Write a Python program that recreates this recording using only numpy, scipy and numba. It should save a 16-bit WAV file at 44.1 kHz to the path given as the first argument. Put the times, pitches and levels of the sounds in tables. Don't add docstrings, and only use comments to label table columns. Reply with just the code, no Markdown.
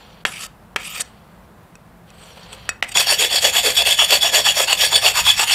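import sys
import numpy as np
from scipy import signal
from scipy.fft import rfft, irfft, next_fast_len
from scipy.io import wavfile
from scipy.ndimage import uniform_filter1d, minimum_filter1d
from numba import njit

SR = 44100
rng = np.random.default_rng(int(sys.argv[2]) if len(sys.argv) > 2 else 0)


def store_pcm(level_fs):
    pcm = np.round(np.clip(level_fs, -1, 1) * 32767).astype(np.int16)
    wavfile.write(sys.argv[1], SR, np.atleast_2d(pcm).T)


def level_to_linear(level):
    exponent = np.asarray(level, float) / 20
    return 10 ** exponent


N = 244572

# t/s, share of the stroke at top speed (0-1), pressure level/dB, main mode relative level/dB
STROKES = [(2.939, 0.31, -23, 5.5), (3.057, 0.47, -21.5, -2), (3.174, 0.4, -22.5, 4),
           (3.288, 0.56, -20.5, 0), (3.404, 0.53, -21.5, 1.5), (3.517, 0.49, -19.5, 3.5),
           (3.622, 0.39, -21.5, -1.5), (3.735, 0.41, -22.5, 6.5), (3.841, 0.37, -21, 7),
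           (3.965, 0.37, -21.5, 8.5), (4.076, 0.43, -21.5, 2.5), (4.199, 0.41, -21.5, 5),
           (4.316, 0.44, -21.5, 2.1), (4.431, .49, -20, 6), (4.534, 0.51, -23.5, 0),
           (4.664, 0.47, -22, -5.5), (4.768, .46, -22, 3.5), (4.9, 0.45, -22.5, 5.5),
           (5.012, 0.45, -22.5, 2.5), (5.131, 0.6, -21, -3), (5.231, 0.31, -23, 9),
           (5.357, 0.49, -20.5, -4), (5.463, 0.59, -23.5, 1.5)]
LAST_TURN_S = 5.562
TURN_DB, STROKE_SHAPE = -13, 1.426
# opening/octave, coupling level/dB
PALM_CUPPING = [(0.48, -1), (0.3, -2.5), (-0.061, 0), (0.11, -2.3), (-0.045, -1.2), (0.085, 0),
                (-0.14, -0.3), (0.098, 1.2), (-0.004, -0.4), (-0.11, .6), (-.03, -0.8), (0.0049, 2),
                (0.0087, 4.5), (0.087, -3.5), (0.11, 1.7), (-0.005, -0.5), (-0.032, -1.8), (-0.07, -0.5),
                (-0.022, 1.6), (0.11, 0.5), (0.12, -3.5), (0.17, 2.5), (-0.089, -0.2)]
# t/s, peak level/dB
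SNAGS = [(3.0703, 19.5), (3.2, 2), (3.338, 8), (3.4219, 11), (3.7741, 16), (3.8215, 16), (3.8744, 7),
         (3.9911, -1), (4.141, 13), (4.4606, -4), (4.7292, 16.5), (4.9305, 4), (4.71, -5), (4.958, 21),
         (5.0535, -11), (5.068, -13), (5.264, 6), (5.3946, 10)]
# f/Hz, width/Hz
MAIN_MODE = (3395, 76)
BLADE_HZ = [4500, 5570, 6930, 7720, 8390, 9560, 11200, 12700, 13600, 14500, 1705, 1985, 2585, 2880, 3720]
# width/Hz, level/dB
UPPER_MODES = [(154, 4), (133, 3), (129, 3.5), (88.889, 1), (167, -5.5), (231, -1.5), (175.93, -17),
               (230, -6.5), (101.85, -11), (150, -20)]
# width/Hz, level/dB
LOWER_MODES = [(67.5, -2), (146, -34.5), (118.8, 3), (270, 7.5), (117, -5)]
NARROWEST_HZ = 70
PITCH_BEND = .011
UPPER_DB, PULL_UPPER_DB = 4, -1.86
# f/Hz, density level/dB per Hz
RASP = [(1000, -18), (2000, 3.5), (3200, 8), (4200, -2.5), (6300, -3.5), (9000, -4.5), (12000, -4.5),
        (15500, -14)]
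RASP_DB, PULL_DIP_DB = 2, -4.5
HOLLOW_DB, PULL_HOLLOW_DB, HOLLOW_TRADE = -1.16, -1.5, 0.27
HOLLOW_HZ, LOOSEN_OCT_PER_S, OPEN_OCT, OPEN_S, CLOSE_S = 524, 0.21, 0.91, 0.018, 0.043

# t/s, pressure level/dB, bite on the edge level/dB, body peak f/Hz
DRAGS = [
    [(0.262, -23.5, -8, 3110), (0.3, -39.5, 4, 2610), (0.354, -29, -9, 2430), (0.44, -42, 10.5, 2840),
     (0.467, -41.5, 3.5, 2710)],
    [(0.772, -41, -36, 2430), (0.8, -34.5, -2.5, 2300), (0.888, -32, -2.5, 2780), (0.99, -31, 0.5, 2340),
     (1.01, -26, 7, 2710), (1.021, -45.5, 16, 2660)],
    [(2.835, -22, -12, 2500), (2.853, -42, -22, 2220), (2.88, -42, -6, 2300), (2.89, -33, 1, 2500),
     (2.905, -49, -5, 2600), (2.92, -31.5, 2.5, 2700), (2.945, -46, -28, 2730)],
]
# f/Hz, width/Hz, level/dB
DRAG_MODES = [(1285, 160, -3), (3820, 160, -6), (4580, 67, -1.5), (5920, 53, -4.5), (6970, 88, -3.5),
              (8350, 250, 4), (8330, 85, 1.5), (9900, 270, -8), (10350, 240, -15.5), (11060, 180, -2.5),
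              (13800, 250, -7.5)]
# f/Hz, density level/dB per Hz
DRAG_HISS = [(290, -49), (500, -3), (876, -20), (1170, -18), (1800, 3.5), (2840, -27), (4250, -1.5),
             (8480, 2), (15500, -23)]
PALM_DB, PALM_FADE_DB_PER_S = -2.5, 230

# t/s, level/dB, brightness on bare steel level/dB
GLOVE_SLIDES = [
    [(0.0, -51, -12), (0.214, -57.5, -10), (0.235, -68, -27)],
    [(1.06, -54, 6), (1.11, -61, -13), (1.55, -76, -6)],
    [(2.05, -75, -10), (2.082, -58.5, -7), (2.27, -50, 1), (2.5, -48.5, -11), (2.532, -42.5, 2.5),
     (2.574, -47.5, -7), (2.66, -50, -5), (2.685, -41, -25)],
]
# f/Hz, density level/dB per Hz
GLOVE_TONE = [(290, -17), (500, 6), (578, -2), (669, 2), (2010, -5), (3280, 2), (3800, -5.5), (4480, 1),
              (6000, -22), (7800, -46), (13200, -120)]
# f/Hz, width/Hz, level/dB
GLOVE_MODES = [(4500, 81, -9), (5640, 130, 1), (7180, 68, 0), (8140, 180, 0)]

# t/s, peak level/dB, knock f/Hz, knock t60/s, ring relative level/dB
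LANDINGS = [
    (0.2514, 2, 1750, 0.007, -16),
    (.761, 0.5, 1694, 0.006, -10),
]
# delay t/s, level/dB, pitch ratio
BOUNCES = [(.0008, -10, 1.9), (.0025, -8, 1.38), (.0053, -12, 1.18), (.01, -24, 1.2)]
BOUNCE_T60_S, BOUNCE_RING_DB = 0.013, -20
# t/s, peak level/dB, knock f/Hz, knock
# t60/s, ring relative level/dB
TAPS = [(0.4336, -22.5, 2930, 0.018, -3), (.998, -28, 690, 0.027, -14), (1.0101, -28, 1560, 0.021, -11),
        (1.0137, -32, 2630, 0.0098, 3), (1.754, -33.5, 1220, 0.014, -2), (2.103, -46.5, 3040, 0.01, 8),
        (2.153, -44, 3400, .01, -12), (2.41, -49, 4500, 0.15, -30), (2.431, -38.5, 4500, 0.11, -30),
        (2.195, -45, 3600, .01, -3), (2.529, -29.5, 3370, 0.034, -2), (2.8253, -3, 2870, 0.013, -26),
        (2.826, -1.5, 1930, 0.012, -25), (2.845, -18, 2040, 0.016, -22), (2.961, -21, 510, 0.033, -24),
        (2.9719, 1.5, 2740, 0.0077, -5.5)]
# t/s, peak level/dB, knock f/Hz, knock t60/s, ring relative level/dB
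GLANCES = [
    (2.691, -3.5, 1830, 0.009, -9),
    (3.0052, -6.5, 3330, 0.015, -7.5),
]
# f/Hz, level/dB, t60/s
FREE_BLADE = [(1421, -20, .1), (2546, -4, .09), (3714, -22, .15), (4495, -14, .06), (4883, -25, .12),
              (5669, -1, .03), (6966, -4, .035), (7747, -5, .06), (8500, -6, .03), (9690, -7, .035),
              (11400, -13, .02)]
PRESSED_FREE, TOUCHED_FREE, GLANCED_FREE = .08, .35, .8
CRACK_DB, CRACK_T60_S, CRUSH_T60_SHARE, CRUSH_WIDTH = -9, .013, 1.3, .45

SHOP_T60_S, SHOP_DB, WALL_CUT_HZ = 0.31, -19, 1350
# f/Hz, density level/dB per Hz
AIR = [(15, -47), (25, -20), (48, -7), (140, -5), (169, -1), (281, -14), (666, -11.5), (1050, -13),
       (1710, -19.5), (2360, -25.5), (6550, -37.5), (7100, -35.5), (15500, -35.5)]
AIR_DB = -45
# f/Hz, width/Hz, level/dB
HUM = [(53, 10, -56), (118.6, 39, -59.5), (169.7, 3.5, -57), (212.3, 10.6, -59.5)]
# t/s, level/dB
JOLTS = [(4.94, -45), (5.25, -40)]
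RUMBLE_FROM_S, RUMBLE_DB, JOLT_S = 2.33, -47.5, 0.066

DUCK_AHEAD_S, DUCK_ENDS_S, DUCK_OVER_DB, DUCK_KEEP_HZ, DUCK_DEPTH = .013, .0055, 39, 600, .93
CEILING = .95


def rms_one(x):
    return x / np.sqrt(np.mean(x ** 2) + 1e-20)


def filtered(x, order, hz, kind="low"):
    return signal.sosfilt(signal.butter(order, hz, kind, fs=SR, output="sos"), x)


def in_spans(tables, fade_s):
    t, rows = np.arange(N) / SR, np.concatenate(tables)
    gate = sum((t >= table[0][0]) & (t <= table[-1][0]) for table in tables)
    gate = uniform_filter1d(np.minimum(gate, 1.), size=max(int(fade_s * SR), 1))
    return [gate] + [np.interp(t, rows[:, 0], column) for column in rows.T[1:]]


def drift(rate):
    r = np.exp(-80 * np.pi * rate / SR)
    noise = rng.standard_normal(N // 40 + 2002)
    slow = signal.lfilter([1], [1, -2 * r, r * r], noise)[2000:]
    return np.interp(np.arange(N) / 40, np.arange(len(slow)), rms_one(slow))


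def colour(x, points):
    size = next_fast_len(N)
    hz = np.maximum(np.fft.rfftfreq(size, 1 / SR), 10)
    f, db = np.transpose(points)
    below = 30 * np.maximum(np.log2(f[0] / hz), 0)
    gain = level_to_linear(np.interp(np.log(hz), np.log(f), db) - below)
    return irfft(rfft(x, size) * rms_one(gain), size)[:N]


def resonance(x, hz, width_hz):
    r = np.exp(-np.pi * width_hz / SR)
    poles = [1, -2 * r * np.cos(2 * np.pi * hz / SR), r * r]
    return signal.lfilter((1 - r * r) / 2 * np.array([1, 0, -1]), poles, x + 1e-18)


def loudness(width_hz):
    return np.sqrt(SR / (np.pi * width_hz))


@njit
def moving_peak(x, hz, q, rate):
    y = np.zeros(len(x))
    for i in range(2, len(x)):
        r = np.exp(-np.pi * hz[i] / q / rate)
        drive = np.sqrt((1 - r * r) / 2) * (x[i] - x[i - 2])
        y[i] = drive + 2 * r * np.cos(2 * np.pi * hz[i] / rate) * y[i - 1] - r * r * y[i - 2]
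    return y


def grit(per_s, spread_db, clump_db):
    sizes = level_to_linear(spread_db * np.minimum(rng.exponential(1, N), 4)) * rng.choice([-1, 1], N)
    catches = rng.random(N) < per_s / SR
    return rms_one(sizes * catches * level_to_linear(clump_db * drift(73)))


def modes(force, table, wander_db, rate):
    out = np.zeros(N)
    for k, (hz, width_hz, db) in enumerate(table):
        drive = force * level_to_linear(db + wander_db * drift(rate))
        out += (-1) ** k * resonance(drive, hz, max(width_hz, NARROWEST_HZ))
    return out / np.sqrt(sum(level_to_linear(2 * db) / loudness(width_hz) ** 2 for hz, width_hz, db in table))


def quick_strokes():
    t, rows = np.arange(N) / SR, np.array(STROKES)
    turns = np.append(rows[:, 0], LAST_TURN_S)
    tops = rows[:, 0] + np.clip(rows[:, 1], .2, .8) * np.diff(turns)
    knots = np.sort(np.append(turns, tops))
    phase = np.interp(t, knots, np.arange(len(knots)) / 2)
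    speed = np.abs(np.sin(np.pi * phase)) ** STROKE_SHAPE
    speed = speed + level_to_linear(TURN_DB) * np.clip((t - turns[0]) / 0.014, 0, 1)

    bursts = np.zeros(N)
    bursts[[round(s * SR) for s, db in SNAGS]] = level_to_linear(np.array(SNAGS)[:, 1] - 6.0)
    bursts = uniform_filter1d(bursts, size=150, origin=-74)
    fall = np.exp(-1 / (0.0056 * SR))
    speed = speed + 0.23 * signal.lfilter([1], [1, -fall], bursts)

    which = np.clip(phase.astype(int), 0, len(rows) - 1)
    lower_db = uniform_filter1d(rows[which, 2], size=600)
    ring_db = uniform_filter1d(rows[which, 3], size=600)
    pull = uniform_filter1d(which % 2., size=600)
    palm_oct, cup_db = uniform_filter1d(np.array(PALM_CUPPING)[which].T, size=600)
    upper_db = lower_db + UPPER_DB + PULL_UPPER_DB * pull
    hollow_db = lower_db + HOLLOW_DB + PULL_HOLLOW_DB * pull - HOLLOW_TRADE * ring_db + cup_db

    force = speed * grit(9000, spread_db=2.5, clump_db=1.5)
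    mode_hz, width_hz = MAIN_MODE
    main_hz = mode_hz * (1 + PITCH_BEND * drift(7.7))
    main_db = lower_db + ring_db - 2.5 + 2.6 * drift(19.4)
    main = moving_peak(force * (speed + 0.0092) ** 0.44 * level_to_linear(main_db), main_hz, mode_hz / width_hz, SR)
    blade = [(hz, *shape) for hz, shape in zip(BLADE_HZ, UPPER_MODES + LOWER_MODES)]
    split = len(UPPER_MODES)
    upper_force = force * (speed + .01) ** 0.028 * level_to_linear(upper_db - 2.5)
    upper = modes(upper_force, blade[:split], wander_db=3, rate=12.6)
    lower = modes(force * level_to_linear(lower_db), blade[split:], wander_db=4.0, rate=12.4)
    rasp = colour(force * level_to_linear(lower_db + RASP_DB + PULL_DIP_DB * (which % 2)), RASP)

    since = np.maximum(t - turns[1::2, None], 0)
    opening = np.sum(np.exp(-since / CLOSE_S) - np.exp(-since / OPEN_S), axis=0)
    hollow_oct = LOOSEN_OCT_PER_S * (t - turns[0]) + OPEN_OCT * opening + palm_oct
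    hollow_oct = hollow_oct + 0.16 * drift(20.4)
    hollow_oct = hollow_oct + 0.36 * (.5 - phase % 1)
    hollow_hz = HOLLOW_HZ * 2 ** hollow_oct
    push = force * speed * level_to_linear(hollow_db + 3.6 * drift(28.0))
    hollow = level_to_linear(-5.0) * moving_peak(push, hollow_hz, 5.5, SR)
    hollow = hollow + level_to_linear(-13.0) * moving_peak(push, 1.34 * hollow_hz, 3.7, SR)
    return main + upper + lower + rasp + filtered(hollow, 3, 300, "high")


def slow_drags():
    gate, body_db, edge_db, body_hz = in_spans(DRAGS, fade_s=.005)
    ends = np.array([(table[0][0], table[-1][0]) for table in DRAGS]).reshape(-1, 1)
    from_end_s = np.min(np.abs(np.arange(N) / SR - ends), axis=0)
    palm_db = PALM_DB - PALM_FADE_DB_PER_S * from_end_s
    force = gate * level_to_linear(body_db) * grit(11000, spread_db=2.5, clump_db=2.3)
    body = level_to_linear(-2.0) * moving_peak(force * level_to_linear(1.07 * drift(30)), body_hz, 5.0, SR)
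    edge = level_to_linear(-2.5) * modes(force * level_to_linear(edge_db), DRAG_MODES, wander_db=4.5, rate=23)
    palm = level_to_linear(-5.0) * loudness(500) * resonance(force * level_to_linear(palm_db), 750, 250)
    hiss = level_to_linear(-9.5) * colour(force * level_to_linear(1.87 * edge_db), DRAG_HISS)
    return body + edge + palm + hiss


def gloves():
    gate, level_db, bright_db = in_spans(GLOVE_SLIDES, fade_s=0.05)
    force = gate * level_to_linear(level_db) * grit(15000, spread_db=-5.0, clump_db=1.6)
    bright_force = force * level_to_linear(bright_db)
    dull = filtered(colour(force, GLOVE_TONE), 4, 5000)
    sheen = filtered(bright_force, 2, [4500, 13000], "band")
    ring = modes(bright_force, GLOVE_MODES, wander_db=6.5, rate=9.1)
    return level_to_linear(4.0) * dull + level_to_linear(-1.5) * sheen + level_to_linear(-6.5) * ring


def touches():
    bounces = []
    for s, db, hz, t60, ring_db in LANDINGS:
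        for lag, loss_db, ratio in BOUNCES:
            bounces.append((s + lag, db + loss_db, hz * ratio, BOUNCE_T60_S, BOUNCE_RING_DB))
    groups = ((LANDINGS, PRESSED_FREE), (bounces + TAPS, TOUCHED_FREE), (GLANCES, GLANCED_FREE))
    return [(*row, free) for rows, free in groups for row in rows]


def taps():
    out = np.zeros(N)
    t = np.arange(int(.25 * SR)) / SR
    # frequency ratio to the knock, level/dB
    stone = ((.2, -26), (.4, -8.5), (.62, -25), (.82, -7), (1.0, -2), (1.25, -8.5), (1.5, -18), (1.75, -32))
    for s, db, hz, t60, ring_db, free in touches():
        partials = [(hz * ratio, level_db, t60) for ratio, level_db in stone]
        for f, level_db, decay in FREE_BLADE:
            partials.append((f, level_db + ring_db + 1.2 * rng.standard_normal(), free * decay))
        hit = np.zeros(len(t))
        for f, level_db, decay in partials:
            hit += level_to_linear(level_db - 60 * t / max(decay, .003)) * np.sin(2 * np.pi * f * t)
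        hit += level_to_linear(ring_db + CRACK_DB - 60 * t / CRACK_T60_S) * rng.standard_normal(len(t))
        crush = resonance(rng.standard_normal(len(t)), hz, CRUSH_WIDTH * hz)
        hit += level_to_linear(-1.0 - 60 * t / max(CRUSH_T60_SHARE * t60, .003)) * crush
        i = round(s * SR)
        out[i:i + len(t)] += level_to_linear(db) * hit * np.clip(t / 0.00039, 0, 1)
    return filtered(out, 1, [300, 11000], "band")


def shop(x):
    t = np.arange(int(.8 * SR)) / SR
    tail = rng.standard_normal(len(t)) * level_to_linear(-60 * t / SHOP_T60_S) * np.clip(t / 0.0099, 0, 1)
    tail = filtered(tail, 1, WALL_CUT_HZ)
    return signal.fftconvolve(x, tail / np.sqrt(np.sum(tail ** 2)))[:N]


def background():
    air = level_to_linear(AIR_DB - 3.0 + 0.5 * drift(7.6)) * colour(rng.standard_normal(N), AIR)
    hum = sum(level_to_linear(db) * rms_one(resonance(rng.standard_normal(N), hz, width_hz)) for hz, width_hz, db in HUM)
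    t = np.arange(N) / SR
    shake = level_to_linear(RUMBLE_DB + 1.5 * drift(4)) * np.clip((t - RUMBLE_FROM_S) / .3, 0, 1)
    shake = shake + sum(level_to_linear(db) * np.exp(-np.abs(t - s) / JOLT_S) for s, db in JOLTS)
    low = filtered(rng.standard_normal(N), 3, [35, 125], "band")
    return air + hum + shake * rms_one(low)


def scene():
    near = quick_strokes() + slow_drags() + gloves() + taps()
    return (near + level_to_linear(SHOP_DB) * shop(near) + background())[None]


def duck(x):
    ahead, ends = int(DUCK_AHEAD_S * SR), int(DUCK_ENDS_S * SR)
    recent = np.sqrt(uniform_filter1d(x ** 2, size=800, origin=399) + 1e-12)
    jump = np.roll(np.abs(x), -ends, axis=1) > level_to_linear(DUCK_OVER_DB) * recent
    span = ahead - ends
    shut = -minimum_filter1d(-1. * jump, size=span, origin=-(span // 2))
    bass = signal.sosfiltfilt(signal.butter(2, DUCK_KEEP_HZ, fs=SR, output="sos"), x)
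    return x - DUCK_DEPTH * uniform_filter1d(shut, size=80) * (x - bass)


def roll_off(x):
    return signal.sosfilt(signal.butter(12, 15950, fs=SR, output="sos"), x)


def record(dry):
    clipped = np.clip(duck(dry), -CEILING, CEILING)
    top_cut = signal.cheby2(12, 45, 16150, fs=SR, output="sos")
    mix = signal.sosfilt(top_cut, clipped)
    return roll_off(mix)


dry = scene()
out = record(dry)
store_pcm(out)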